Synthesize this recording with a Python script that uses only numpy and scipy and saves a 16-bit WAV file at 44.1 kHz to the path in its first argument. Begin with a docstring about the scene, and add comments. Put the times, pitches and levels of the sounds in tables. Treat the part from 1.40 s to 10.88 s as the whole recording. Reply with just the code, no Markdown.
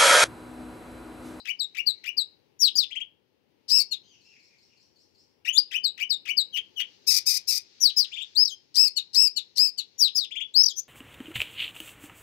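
"""A near babbler in a garden strings chups, slides, whistles, screeches and rasps into quick phrases.
Each kind of syllable has one rule for the pitch and effort of the syrinx, and a throat setting that
weights its partials; ground, walls and trees throw the song back as echoes and scattered tails.
Other birds call far off, a flock comes in bouts of filtered noise, and a soft outdoor hum lies below.
The right microphone is covered: there the near bird is later, faint and dull."""
import sys
import numpy as np
from scipy import signal
from scipy.fft import rfft, irfft, next_fast_len
from scipy.io import wavfile

SR = 44100
rng = np.random.default_rng(int(sys.argv[2]) if len(sys.argv) > 2 else 0)


def put_to_file(sound):
    """Save the sound as 16-bit audio at rate SR, in the file named by the first command-line argument."""
    columns = np.atleast_2d(sound).T  # one column per channel
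    safe = np.clip(columns, -1, 1)
    whole_steps = np.round(safe * 32767)
    wavfile.write(sys.argv[1], SR, whole_steps.astype(np.int16))


N = 418068
LEAD = SR // 4  # samples before the start, so that earlier calls still ring
EDGE_HZ = 15750  # upper edge of the band
SILENT_DB = -32.5  # effort at the two ends of a syllable


def gain_of(db):
    """Level law: decibels to an amplitude ratio."""
    return 10 ** (np.asarray(db) / 20)


def evened(x):
    """Power normalisation: scales to rms 1."""
    return x / np.sqrt(np.mean(x ** 2) + 1e-20)


def read(points, hz):
    """Logarithmic pitch scale: interpolates a spectrum along log frequency."""
    f, value = np.transpose(points)
    return np.interp(np.log(hz + 1), np.log(f + 1), value)


def level(curve):
    """Level envelope: gain at every sample from rows of start_s, level_db."""
    return gain_of(np.interp(np.arange(N) / SR, *np.transpose(curve)))


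def coloured(x, points):
    """Linear filtering: multiplies the spectrum by gains given in dB."""
    size = next_fast_len(x.shape[-1] + 512)
    gains = gain_of(read(points, np.fft.rfftfreq(size, 1 / SR)))
    return irfft(rfft(x, size) * gains, size)[..., :x.shape[-1]]


def above(x, edge_hz):
    """High-pass filtering: second-order attenuation below the edge."""
    return signal.sosfilt(signal.butter(2, edge_hz, "high", fs=SR, output="sos"), x)


def wander(size, rate_hz):
    """Low-passed noise: smooth random drift of rms about 1, slower than the given rate."""
    hz = np.fft.rfftfreq(next_fast_len(size + SR // 8), 1 / SR)
    noise = rfft(rng.standard_normal(2 * len(hz) - 2))
    return evened(irfft(noise / (1 + (hz / rate_hz) ** 4)))[:size]


def ramp(t, at, over):
    """Raised-sine transition: a smooth step from 0 to 1, centred on a moment."""
    return (1 + np.sin(np.pi * np.clip((t - at) / over, -.5, .5))) / 2


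def bump(t, at, width):
    """Gaussian pulse: a bell of height 1."""
    return np.exp(-((t - at) / width) ** 2)


def add(mix, start, sound):
    """Superposition: mixes a sound in at a sample index."""
    part = mix[start:][:len(sound)]
    part += sound[:len(part)]


def song(gesture, rows):
    """Sequencing: places one syllable of a kind at the start time of each row."""
    out = np.zeros(LEAD + N)
    for start_s, *row in rows:
        add(out, LEAD + round(start_s * SR), gesture(*row))
    return out


def scatter(t60, onset):
    """Diffuse reverberation: sparse taps of random sign build up, then decay by band; energy 1."""
    taps = rng.choice([-1., 1.], SR) * (rng.random(SR) < 1 / 10)
    hz, t, z = signal.stft(taps, SR, nperseg=256)
    decay = gain_of(-60 * t / read(t60, hz)[:, None])
    tail = signal.istft(z * decay, SR, nperseg=256)[1][:SR]
    tail *= 1 - np.exp(-(np.arange(SR) / SR / onset) ** 2)
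    return tail / np.linalg.norm(tail)


def heard(x, response):
    """Convolution: passes a song through an impulse response and drops the lead-in."""
    return signal.fftconvolve(x, response)[LEAD:LEAD + N]


def effort(t, attack_s, release_s):
    """Breath-pressure envelope: attack, hold and release, in dB."""
    attack = np.maximum(1 - t / attack_s, 0) ** 2
    release = np.maximum(1 - (t[-1] - t) / release_s, 0) ** 2
    return SILENT_DB * (attack + release)


# Resonance curves of the throat, one per setting: frequency_hz, relative gain_db
THROAT_SETTINGS = { "low": [(1100, -14), (1900, -8), (2500, 5.5), (3200, 3), (3900, -15.5), (5000, -10),
                   (5900, -12), (7000, -19), (10000, -28), (13000, -24.5), (14500, -13.5), (16000, -51.5)],
                   "pip": [(1500, -10), (2400, -7), (3400, 4), (4300, -33.5), (7500, -19), (9000, -40),
                   (16000, -38.5)], "pure": [(300, -40), (2500, -23), (3500, -4), (4700, -7), (5600, -18.5),
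                   (6600, -23), (7700, -17), (9000, -42), (11000, -33), (13500, -29), (16000, -45)],
                   "flick": [(1500, -32.5), (3400, -6.5), (4800, 6), (6900, -1.5), (8200, -28),
                   (11000, -15.5), (16000, -28.5)], "slide": [(300, -19), (1500, -13.5), (2400, -16),
                   (3500, 8), (5000, -3.5), (6200, -14.5), (7500, -16.5), (10000, -26.5), (12500, -25.5),
                   (15000, -23)], "whistle": [(300, -13), (2000, -21.5), (3200, -12.5), (5000, 0.5),
                   (6200, -13), (7300, -6), (8500, -28.5), (10500, -34.5), (12500, -27), (15300, -28.5)],
                   "screech": [(300, -19), (1900, -35.5), (2400, -35), (2800, -22.5), (3400, -26.5),
                   (4300, -5.5), (5200, 4.5), (5700, -6), (6600, -27), (8000, -14.5), (9200, -23.5),
                   (10700, -23), (15500, -24)], "rasp": [(1300, -47), (1800, -29.5), (2500, -22.5),
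                   (3200, -36.5), (4100, -10.5), (5200, 2), (6500, -13), (7800, -18), (9400, -14.5),
                   (11800, -20.5), (13300, -12), (16000, -27.5)], "chip": [(300, -26), (1600, -46),
                   (2400, -22.5), (3100, -20), (3700, 4), (4500, -1.5), (5300, -22.5), (7500, -13.5),
                   (9000, -39), (10600, -20), (16000, -42.5)], "far": [(1300, -44), (2100, 8.5),
                   (2900, 2.5), (3900, -16.5), (5400, 0.5), (6600, -10.5), (8000, -39.5), (16000, -33)]}


def syllable(setting, level_db, hz, effort_db, rough, waver=0.011, jitter=0.042, split=1.0, air=0.12,
             flutter_db=5.5, bright=0.093, fizz_db=-40):
    """Source and filter: a membrane follows the gesture; driven rough, it jitters, period-doubles and hisses."""
    throat = THROAT_SETTINGS[setting]
    t = np.arange(len(hz)) / SR
    rough = np.clip(rough, 0, 1)
    hz = hz * (1 + waver * wander(len(t), rate_hz=230))
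    jittered_hz = hz * (1 + jitter * rough * wander(len(t), rate_hz=480))
    phase = 2 * np.pi * np.cumsum(jittered_hz) / SR

    halves = np.arange(2, 2 * int(EDGE_HZ / np.median(hz)) + 4)[:, None]  # odd ones lie between the harmonics
    order = halves / 2
    treble = np.clip(order * hz / 5500 - 1, 0, 1)  # 0 up to 5.5 kHz, 1 from an octave above it
    colour_db = read(throat, order * hz) + bright * treble * effort_db  # soft notes are duller
    heights = gain_of(colour_db) * np.where(halves % 2, 2 * split * rough ** 2, 1)
    heights *= order * hz < SR / 2
    heights /= np.sqrt((heights ** 2).sum(0) / 2)

    # high partials lose their line as the phase frays
    drift = wander(treble.size, rate_hz=580).reshape(treble.shape)
    fray = 1.7 * np.sqrt(rough) * (treble + np.minimum(rough, 1 / 2) ** 2) * drift
    start_phase = rng.uniform(0, 2 * np.pi, order.shape)
    tone = (heights * np.cos(order * phase + fray + start_phase)).sum(0)

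    hiss = air * rough * evened(coloured(rng.standard_normal(len(t)), throat))
    open_bill_air = evened(above(rng.standard_normal(len(t)), 7000))
    fizz = gain_of(fizz_db) * np.sqrt(rough) * open_bill_air
    loudness = gain_of(level_db + effort_db + flutter_db * rough * wander(len(t), rate_hz=320))
    window = signal.windows.tukey(len(t), .04)
    return above((tone + hiss + fizz) * loudness * window, edge_hz=1300)


# Spectrum of the outdoor hum: frequency_hz, relative density_db
HUM_SPECTRUM = [(25, -44), (60, -16.5), (90, -4.5), (150, -6.5), (380, -2.5), (520, -7), (680, -16.5),
                (850, -12), (1250, -24), (3000, -18.5), (7000, -44.5), (15500, -33)]
# Level of the hum: start_s, level_db
HUM_LEVEL = [(1.4, -65), (1.9, -69), (2.35, -64.5), (3.0, -68), (3.9, -66.5), (4.3, -65), (5.7, -63),
             (6.4, -67.5)]


def hum():
    """Incoherent ambient noise: soft and low, unrelated at the two ports."""
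    return evened(coloured(rng.standard_normal((2, N)), HUM_SPECTRUM)) * level(HUM_LEVEL)


# Blended spectrum of many distant voices: frequency_hz, relative gain_db
FLOCK_SPECTRUM = [(800, -27), (1500, -13), (2400, -5), (3300, -4), (4400, 2.5), (5400, -2), (6500, -9),
                  (8000, -28), (10000, -39.5)]
# Bouts of chatter in the distant flock: middle_s, bell_width_s, level_db
FLOCK_BOUTS = [(0, 0.76, -68.5), (2.965, 0.64, -73), (5.764, 0.5, -59), (6.67, .35, -54),
               (8.406, 1.34, -66.5)]
FLOCK_REST_DB = -84.5  # floor under the bouts


def flock(swell_db=1.0):
    """Incoherent summation: many far voices blur into a high, restless wash that comes in bouts."""
    wash = evened(coloured(rng.standard_normal((2, N)), FLOCK_SPECTRUM))
    bouts = gain_of(FLOCK_REST_DB)
    for middle_s, width_s, level_db in FLOCK_BOUTS:
        bouts = bouts + gain_of(level_db) * bump(np.arange(N) / SR, middle_s, width_s)
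    return wash * bouts * gain_of(swell_db * wander(N, rate_hz=9))


# Squawks far off, before the distant path: start_s, length_s, level_db, top_hz
FAR_SQUAWKS = [(0.495, .11, -69, 2320), (2.625, 0.14, -59, 3196), (2.837, 0.14, -56.5, 2720),
               (3.066, 0.09, -64, 2483), (3.282, 0.066, -63.5, 2793)]


def squawk(length, level_db, top_hz, crest_share=0.33, droop_share=0.52, swell_db=6, rough=.6):
    """Parabolic frequency sweep: a hoarse arch that swells into its long fall."""
    t = np.arange(0, length, 1 / SR)
    swelling_db = level_db + swell_db * (t / length - 1 / 2)
    hz = top_hz * (1 - droop_share * (t / length - crest_share) ** 2)
    return syllable("far", swelling_db, hz, effort(t, attack_s=0.014, release_s=0.011), rough)


def peep(level_db, length_s, start_hz, end_hz, rough):
    """Linear frequency sweep: a plain glide."""
    t = np.arange(0, length_s, 1 / SR)
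    hz = start_hz + (end_hz - start_hz) * t / length_s
    return syllable("whistle", level_db, hz, effort(t, attack_s=0.012, release_s=0.016), rough,
                    waver=0.022, air=.6, bright=0.34)


SEESAW_START_S, SEESAW_PERIOD_S, SEESAW_GAP_S = 2.8, .188, 0.033  # gap: falling to rising onset


def seesaw(count=6):
    """Periodic repetition: a far bird's falling and rising peeps at an even pace."""
    out = np.zeros(LEAD + N)
    for s in SEESAW_START_S + SEESAW_PERIOD_S * np.arange(count):
        falling = peep(level_db=-57.5, length_s=.032, start_hz=5100, end_hz=3760, rough=.35)
        add(out, LEAD + round(s * SR), falling)
        rising = peep(level_db=-60, length_s=.05, start_hz=4600, end_hz=5980, rough=0.45)
        add(out, LEAD + round((s + SEESAW_GAP_S) * SR), rising)
    return out


def far_birds(direct_db=-6, trees_db=-1):
    """Diffuse field beyond the direct field: distant calls arrive mostly by way of the trees."""
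    voice = song(squawk, FAR_SQUAWKS) + seesaw()
    ports = []
    for port in range(2):
        by_trees = heard(voice, scatter([(1000, 0.58)], onset=.006))
        ports.append(gain_of(direct_db) * voice[LEAD:] + gain_of(trees_db) * by_trees)
    return np.array(ports)


# Echoes off ground and walls: delay_s, relative level_db
GROUND_AND_WALLS = [(.0031, -17.5), (.0074, -16.5), (0.0095, -14.5), (0.018, -22), (0.027, -20.5),
                    (0.04, -23.5)]
# Colour of everything thrown back: frequency_hz, gain_db
REFLECTION_COLOUR = [(500, -2), (3400, 8), (4300, -4), (5500, -4.5), (8000, -7.5), (16000, -16.5)]
# Decay time among the trees: frequency_hz, t60_s
TREES_T60 = [(500, 0.37), (3000, 0.31), (5000, 0.36), (8000, 0.23), (15000, 0.21)]


def garden(echo_db, porch_db, trees_db, porch_t60=0.088):
    """Impulse response of one port: direct sound, echoes, the porch's short ring, the trees' longer one."""
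    porch = gain_of(porch_db) * scatter([(1000, porch_t60)], onset=0.0054)
    trees = gain_of(trees_db) * scatter(TREES_T60, onset=0.022)
    back = porch + trees
    for delay_s, level_db in GROUND_AND_WALLS:
        add(back, round(delay_s * SR), gain_of([level_db + echo_db]))
    response = coloured(back, REFLECTION_COLOUR)
    response[0] += 1
    return response


# Chups, low notes that dip and climb back; hitch_hz scales a kink in the climb:
# start_s, length_s, level_db, top_hz, bottom_hz, hitch_hz
CHUP_NOTES = [(0.048, 0.081, -27, 3010, 1267, 905), (.345, 0.075, -26.5, 2910, 1264, 691),
              (.635, 0.077, -27.5, 2978, 1300, 500), (4.047, 0.071, -21, 3063, 1823, -2),
              (4.308, .082, -23, 3063, 1522, 290.5), (4.573, 0.081, -25.5, 3024, 1240, 900.5),
              (4.851, 0.081, -24, 3025, 1203, 885)]


def chup(length, level_db, top_hz, bottom_hz, hitch_hz, dip_share=.17, drop_share=.1, climb_share=.3,
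         hitch_share=.48, hitch_s=0.0076, soft_db=-13, rough_low=0.34, rough_top=0.091):
    """Coupled pitch and force: soft and rough in the dip, loud and clean once it has climbed."""
    t = np.arange(0, length, 1 / SR)
    u, hitch = t / length, (t - hitch_share * length) / hitch_s
    dip = bump(u, dip_share, np.where(u < dip_share, drop_share, climb_share))
    hz = top_hz - (top_hz - bottom_hz) * dip - hitch_hz * hitch * np.exp(-hitch ** 2)
    low = 1 - ramp(u, at=0.39, over=0.24)
    force = effort(t, attack_s=.005, release_s=.024) + soft_db * low
    return syllable("low", level_db, hz, force, rough_top + rough_low * low,
                    air=.1, split=0.2, bright=.2, fizz_db=-28.5)


# Tews, the falling answers to the chups: start_s, length_s, level_db, top_hz, resting_hz, fall_time_s
TEW_NOTES = [(-.065, 0.053, -19.5, 5210, 3715, .02), (.189, 0.061, -19, 5200, 3750, 0.0086),
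             (.459, 0.056, -13, 4845, 3794, .02), (0.767, 0.06, -15, 5100, 3750, 0.017),
             (4.433, 0.055, -14.5, 5090, 3700, 0.017), (4.693, 0.058, -15, 5360, 3445, 0.019),
             (4.965, 0.059, -12.5, 5215, 3570, .02)]


def tew(length, level_db, top_hz, rest_hz, fall_s, crest_s=.009, scoop_hz=600, sag_db=9.5, rough=0.11):
    """Exponential relaxation: flicks up to a crest, then relaxes in pitch and force."""
    t = np.arange(0, length, 1 / SR)
    fall = np.exp(-np.maximum(t - crest_s, 0) / fall_s)
    hz = rest_hz + (top_hz - rest_hz) * fall - scoop_hz * np.maximum(1 - t / crest_s, 0)
    force = effort(t, attack_s=0.019, release_s=0.0045) - sag_db * ramp(t, at=0.033, over=0.041)
    return syllable("pure", level_db, hz, force, rough, bright=0.13, fizz_db=-31)


# A soft note that leaps to a loud one: start_s, length_s, level_db, pitch_hz, leap_hz
FLICK_NOTES = [(4.125, 0.087, -6, 3600, 1418)]


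def flick(length, level_db, low_hz, leap_hz, creep_hz=330, creep_db=13, soft_db=-15, leap_s=.052,
          droop_hz=350, rough=0.088):
    """Register jump: creeps up softly, then leaps in pitch and force at once."""
    t = np.arange(0, length, 1 / SR)
    early, leapt = np.maximum(1 - t / leap_s, 0), ramp(t, leap_s, over=0.02)
    hz = low_hz - creep_hz * early + leap_hz * leapt - droop_hz * ramp(t, at=.068, over=0.015)
    force = effort(t, attack_s=0.01, release_s=0.031) - creep_db * early + soft_db * (1 - leapt)
    return syllable("flick", level_db, hz, force, rough)


# Chucks, clean notes that break into a scrape: start_s, length_s, level_db, pitch_hz
CHUCK_NOTES = [(5.124, 0.078, -26.5, 3230), (5.358, 0.075, -26.5, 3273)]


def chuck(length, level_db, top_hz, dip_hz=350, scrape_s=.049, scrape_width_s=.011, lurch_hz=300,
          rough_clean=.03, rough_scrape=1.0):
    """Irregular vibration: a shallow dip, then the membrane lurches out of tune."""
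    t = np.arange(0, length, 1 / SR)
    scrape = bump(t, scrape_s, scrape_width_s)
    lurch = scrape * (lurch_hz * wander(len(t), rate_hz=415) - dip_hz)
    hz = top_hz - dip_hz * bump(t, at=0.02752, width=.015) + lurch
    return syllable("low", level_db, hz, effort(t, attack_s=0.027, release_s=0.017),
                    rough_clean + rough_scrape * scrape, split=1.0, flutter_db=4, fizz_db=-35)


# Two-voiced slides: start_s, length_s, level_db, fall_time_s, loud_for_s,
# second_voice_hz, second_level_db, second_attack_s
SLIDE_NOTES = [(1.19, .1, -13, .036, 0.092, 5850, -18, 0.032),
               (1.352, 0.0943, -10, .026, 0.056, 4800, -21, 0.0054),
               (6.399, .11, -11.5, 0.042, 0.083, 5930, -19.5, 0.021),
               (6.561, .095, -13, 0.037, 0.057, 5150, -14.5, 0.014),
               (8.579, 0.11, -12, .037, 0.085, 5836, -21, 0.0269),
               (8.746, 0.11, -13.5, 0.031, 0.051, 5100, -18.5, .015)]


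def slide(length, level_db, fall_s, loud_s, side_hz, side_db, side_attack_s, top_hz=6900, rest_hz=3250,
          hold_s=.018, plunge_hz=1900, plunge_s=0.012, push_db=11, soft_db=-19, tail_db=-16, merge=11,
          rough=0.17):
    """Two coupled sources: one side of the syrinx glides down and sweeps the other's held note along."""
    t = np.arange(0, length, 1 / SR)
    glide = rest_hz + (top_hz - rest_hz) * np.exp(-np.maximum(t - hold_s, 0) / fall_s)
    tail = tail_db * ramp(t, loud_s, over=0.052)
    soft_start = soft_db * (1 - ramp(t, at=0.027, over=.03))
    force = effort(t, attack_s=0.02, release_s=0.016) + soft_start + tail
    plunge = np.maximum(1 - (length - t) / plunge_s, 0)  # a last push as the pitch collapses
    main = syllable("slide", level_db, glide - plunge_hz * plunge, force + push_db * plunge, rough,
                    air=.08, fizz_db=-20.5)
    held = side_hz / (1 + (side_hz / glide) ** merge) ** (1 / merge)  # smooth minimum of the two pitches
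    side_force = effort(t, side_attack_s, release_s=0.013) + tail
    return main + syllable("slide", side_db, held, side_force, rough)


# Pips, soft arches in threes: start_s, length_s, level_db, top_hz
PIP_NOTES = [(1.501, 0.038, -35.5, 3300), (1.548, 0.038, -29.5, 3210), (1.596, 0.033, -30.5, 3250),
             (6.711, 0.049, -35.5, 3680), (6.755, 0.05, -33, 3480), (6.798, 0.043, -32, 3747),
             (8.904, .033, -32.5, 3440), (8.948, 0.0442, -29.5, 3450), (8.997, 0.036, -26.5, 3385)]


def pip(length, level_db, top_hz, crest_share=.66, dip_share=0.42, rough=.15):
    """Sinusoidal frequency sweep: a quick arch that ends higher than it began."""
    t = np.arange(0, length, 1 / SR)
    hz = top_hz * (1 - dip_share * np.cos(np.pi / 2 * t / length / crest_share) ** 2)
    return syllable("pip", level_db, hz, effort(t, attack_s=0.017, release_s=0.0086), rough,
                    waver=0.011, bright=.3)


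# Screeches: start_s, length_s, level_db, pitch_hz, warble_crest_s, warble_period_s, warble_depth (share),
# roughness (0-1), sag_db, droop (share)
SCREECH_NOTES = [(2.279, .152, -13.5, 2656, .082, .03, 0.071, 0.33, 5, .3),
                 (7.341, 0.15, -11, 2646, .078, 0.026, .045, 0.21, 9.5, 0.19),
                 (7.73, 0.16, -11.5, 2661, .095, 0.015, 0.034, 0.14, 7, 0.138),
                 (8.155, 0.15, -12.5, 2589, .088, 0.024, 0.054, 0.16, 17, 0.13)]


def screech(length, level_db, top_hz, crest_s, period_s, warble, rough, sag_db, droop_share,
            scoop_share=.5, rise_s=0.025, rise_power=1.5, rough_start=0.33):
    """Frequency modulation: scoops up hoarsely, warbles at the top and droops as the force runs out."""
    t = np.arange(0, length, 1 / SR)
    tired = ramp(t, length, over=0.18) * 2
    wobble = warble * ramp(t, at=0.086, over=.04) * np.cos(2 * np.pi * (t - crest_s) / period_s)
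    scoop = scoop_share * np.exp(-(t / rise_s) ** rise_power)
    hz = top_hz * (1 - scoop - droop_share * tired ** 2 + wobble)
    force = effort(t, attack_s=0.047, release_s=0.012) - sag_db * tired
    roughness = rough + rough_start * (1 - ramp(t, at=0.034, over=0.017))
    return syllable("screech", level_db, hz, force, roughness, air=0.36, split=0.52, fizz_db=-28.5)


# Chips, one after each screech: start_s, level_db, pitch_hz
CHIP_NOTES = [(2.508, -21, 1469), (7.559, -16, 1529), (7.958, -18, 1513), (8.374, -21, 1556)]


def chip(level_db, top_hz, length_s=.048, fall_share=0.39, rough_start=0.052, rough_end=0.79):
    """Accelerating frequency sweep: a short buzz that falls ever faster and frays."""
    t = np.arange(0, length_s, 1 / SR)
    fall = (t / length_s) ** 2
    roughness = rough_start + (rough_end - rough_start) * fall
    return syllable("chip", level_db, top_hz * (1 - fall_share * fall),
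                    effort(t, attack_s=.017, release_s=0.031), roughness)


# Rasps, a held buzz and then a rattle: start_s, length_s, level_db, pitch_hz, rattle_period_s, sag_db
RASP_NOTES = [(5.665, 0.13, -14, 1322, 0.023, 3.5), (5.856, 0.13, -15, 1285, 0.032, 6.5),
              (6.07, 0.12, -17, 1356, .027, 6)]


def rasp(length, level_db, top_hz, period_s, sag_db, crest_s=0.026, scoop_share=0.29, break_s=.042,
         rattle_hz=1120, swing_hz=150, first_swing_s=.06, throb_db=2.0, rough_held=0.15, rough_rattle=0.27):
    """Joint frequency and amplitude modulation: a low buzz arches, then breaks into a rough rattle."""
    t = np.arange(0, length, 1 / SR)
    broken = ramp(t, break_s, over=0.017)
    held = top_hz * (1 - scoop_share * np.minimum(abs(t / crest_s - 1), 1) ** (5 / 2))
    swing = np.cos(2 * np.pi * (t - first_swing_s) / period_s)
    rattle = rattle_hz + swing_hz * swing
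    sag = sag_db * ramp(t, at=0.052, over=.05)
    force = effort(t, attack_s=0.019, release_s=0.0076) - sag + throb_db * swing * broken
    return syllable("rasp", level_db, held + (rattle - held) * broken, force,
                    rough_held + rough_rattle * broken, air=0.063, split=.4, jitter=0.035, flutter_db=4.5)


# Whistles that rise, break into a yodel and sink:
# start_s, length_s, level_db, top_hz, loud_for_s, first_flick_s, sag_db
WHISTLE_NOTES = [(6.949, 0.21, -12, 5323, 0.1365, .103, 5), (9.137, .2, -10.5, 5432, 0.1514, .098, 0.5)]


def whistle(length, level_db, top_hz, loud_s, yodel_s, sag_db, scoop_hz=2000, rise_s=.028,
            period_s=.0238, yodel_hz=650, gap_db=-32, sink_hz=2150, tail_db=-21, rough_held=0.069,
            rough_yodel=0.17):
    """Yodel modulation: rises to a plateau, breaks into quick downward flicks and sinks away softly."""
    t = np.arange(0, length, 1 / SR)
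    spent = ramp(t, loud_s, over=0.0164)
    broken = ramp(t, yodel_s - period_s / 2, over=0.02)
    turn = 2 * np.pi * (t - yodel_s) / period_s
    yodel = broken * (1 - spent)
    rise = top_hz - scoop_hz * np.exp(-t / rise_s)
    hz = rise + yodel_hz * yodel * np.cos(turn) - sink_hz * ramp(t, loud_s, over=.056)
    gaps = gap_db * yodel * ((1 - np.sin(turn)) / 2) ** 2  # soft between the flicks
    force = effort(t, attack_s=.036, release_s=0.036) + gaps + tail_db * spent - sag_db * broken
    return syllable("whistle", level_db, hz, force, rough_held + rough_yodel * broken,
                    split=.3, air=0.089, fizz_db=-31.5)


# A thin, hoarse note: start_s, length_s, level_db, pitch_hz
TSEE_NOTES = [(9.356, 0.051, -25, 6080)]


def tsee(length, level_db, hz, lift_hz=700, rough=0.48):
    """Smooth frequency step: a hoarse high note that lifts at its end."""
    t = np.arange(0, length, 1 / SR)
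    lifted_hz = hz + lift_hz * ramp(t, at=0.041, over=0.011)
    return syllable("whistle", level_db, lifted_hz, effort(t, attack_s=0.029, release_s=0.0059), rough)


# Transmission of the right cover for near sounds: frequency_hz, gain_db
COVER_NEAR = [(60, -6), (130, -18), (380, -23.5), (1200, -17.5), (2500, -26), (4800, -27), (7500, -23.5),
              (9000, -41), (15000, -41)]


def near_bird():
    """Interaural-style differences: left of centre, so the covered right port is later, weaker, more echoic."""
    kinds = [(chup, CHUP_NOTES), (tew, TEW_NOTES), (flick, FLICK_NOTES), (chuck, CHUCK_NOTES),
             (slide, SLIDE_NOTES), (pip, PIP_NOTES), (screech, SCREECH_NOTES), (chip, CHIP_NOTES),
             (rasp, RASP_NOTES), (whistle, WHISTLE_NOTES), (tsee, TSEE_NOTES)]
    voice = above(sum(song(gesture, rows) for gesture, rows in kinds), edge_hz=87)
    left = heard(voice, garden(echo_db=1.5, porch_db=-9, trees_db=-24.0))
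    later = np.roll(voice, 20)  # samples
    right = heard(later, garden(echo_db=-7.0, porch_db=-3.5, trees_db=-6.5))  # same garden, other paths
    return gain_of(-0.67) * np.array([left, coloured(right, COVER_NEAR)])


# Transmission of the right cover for the faint ambience: frequency_hz, gain_db
COVER_AMBIENCE = [(60, -5.5), (130, -10.5), (380, -14), (700, -10.5), (1300, -5), (2400, -8), (4500, -7.5),
                  (8000, 0.5), (15000, -5.5)]


def scene():
    """Superposition: the near bird over the ambience of the garden."""
    left, right = far_birds() + flock() + hum()
    return near_bird() + np.array([left, coloured(right, COVER_AMBIENCE)])


def record(dry):
    """Band limiting: a linear-phase low-pass at the upper band edge."""
    lowpass = signal.firwin(401, EDGE_HZ, window=("kaiser", 9), fs=SR)
    return signal.oaconvolve(dry, lowpass[None], "same")


dry = scene()
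out = record(dry)
put_to_file(out)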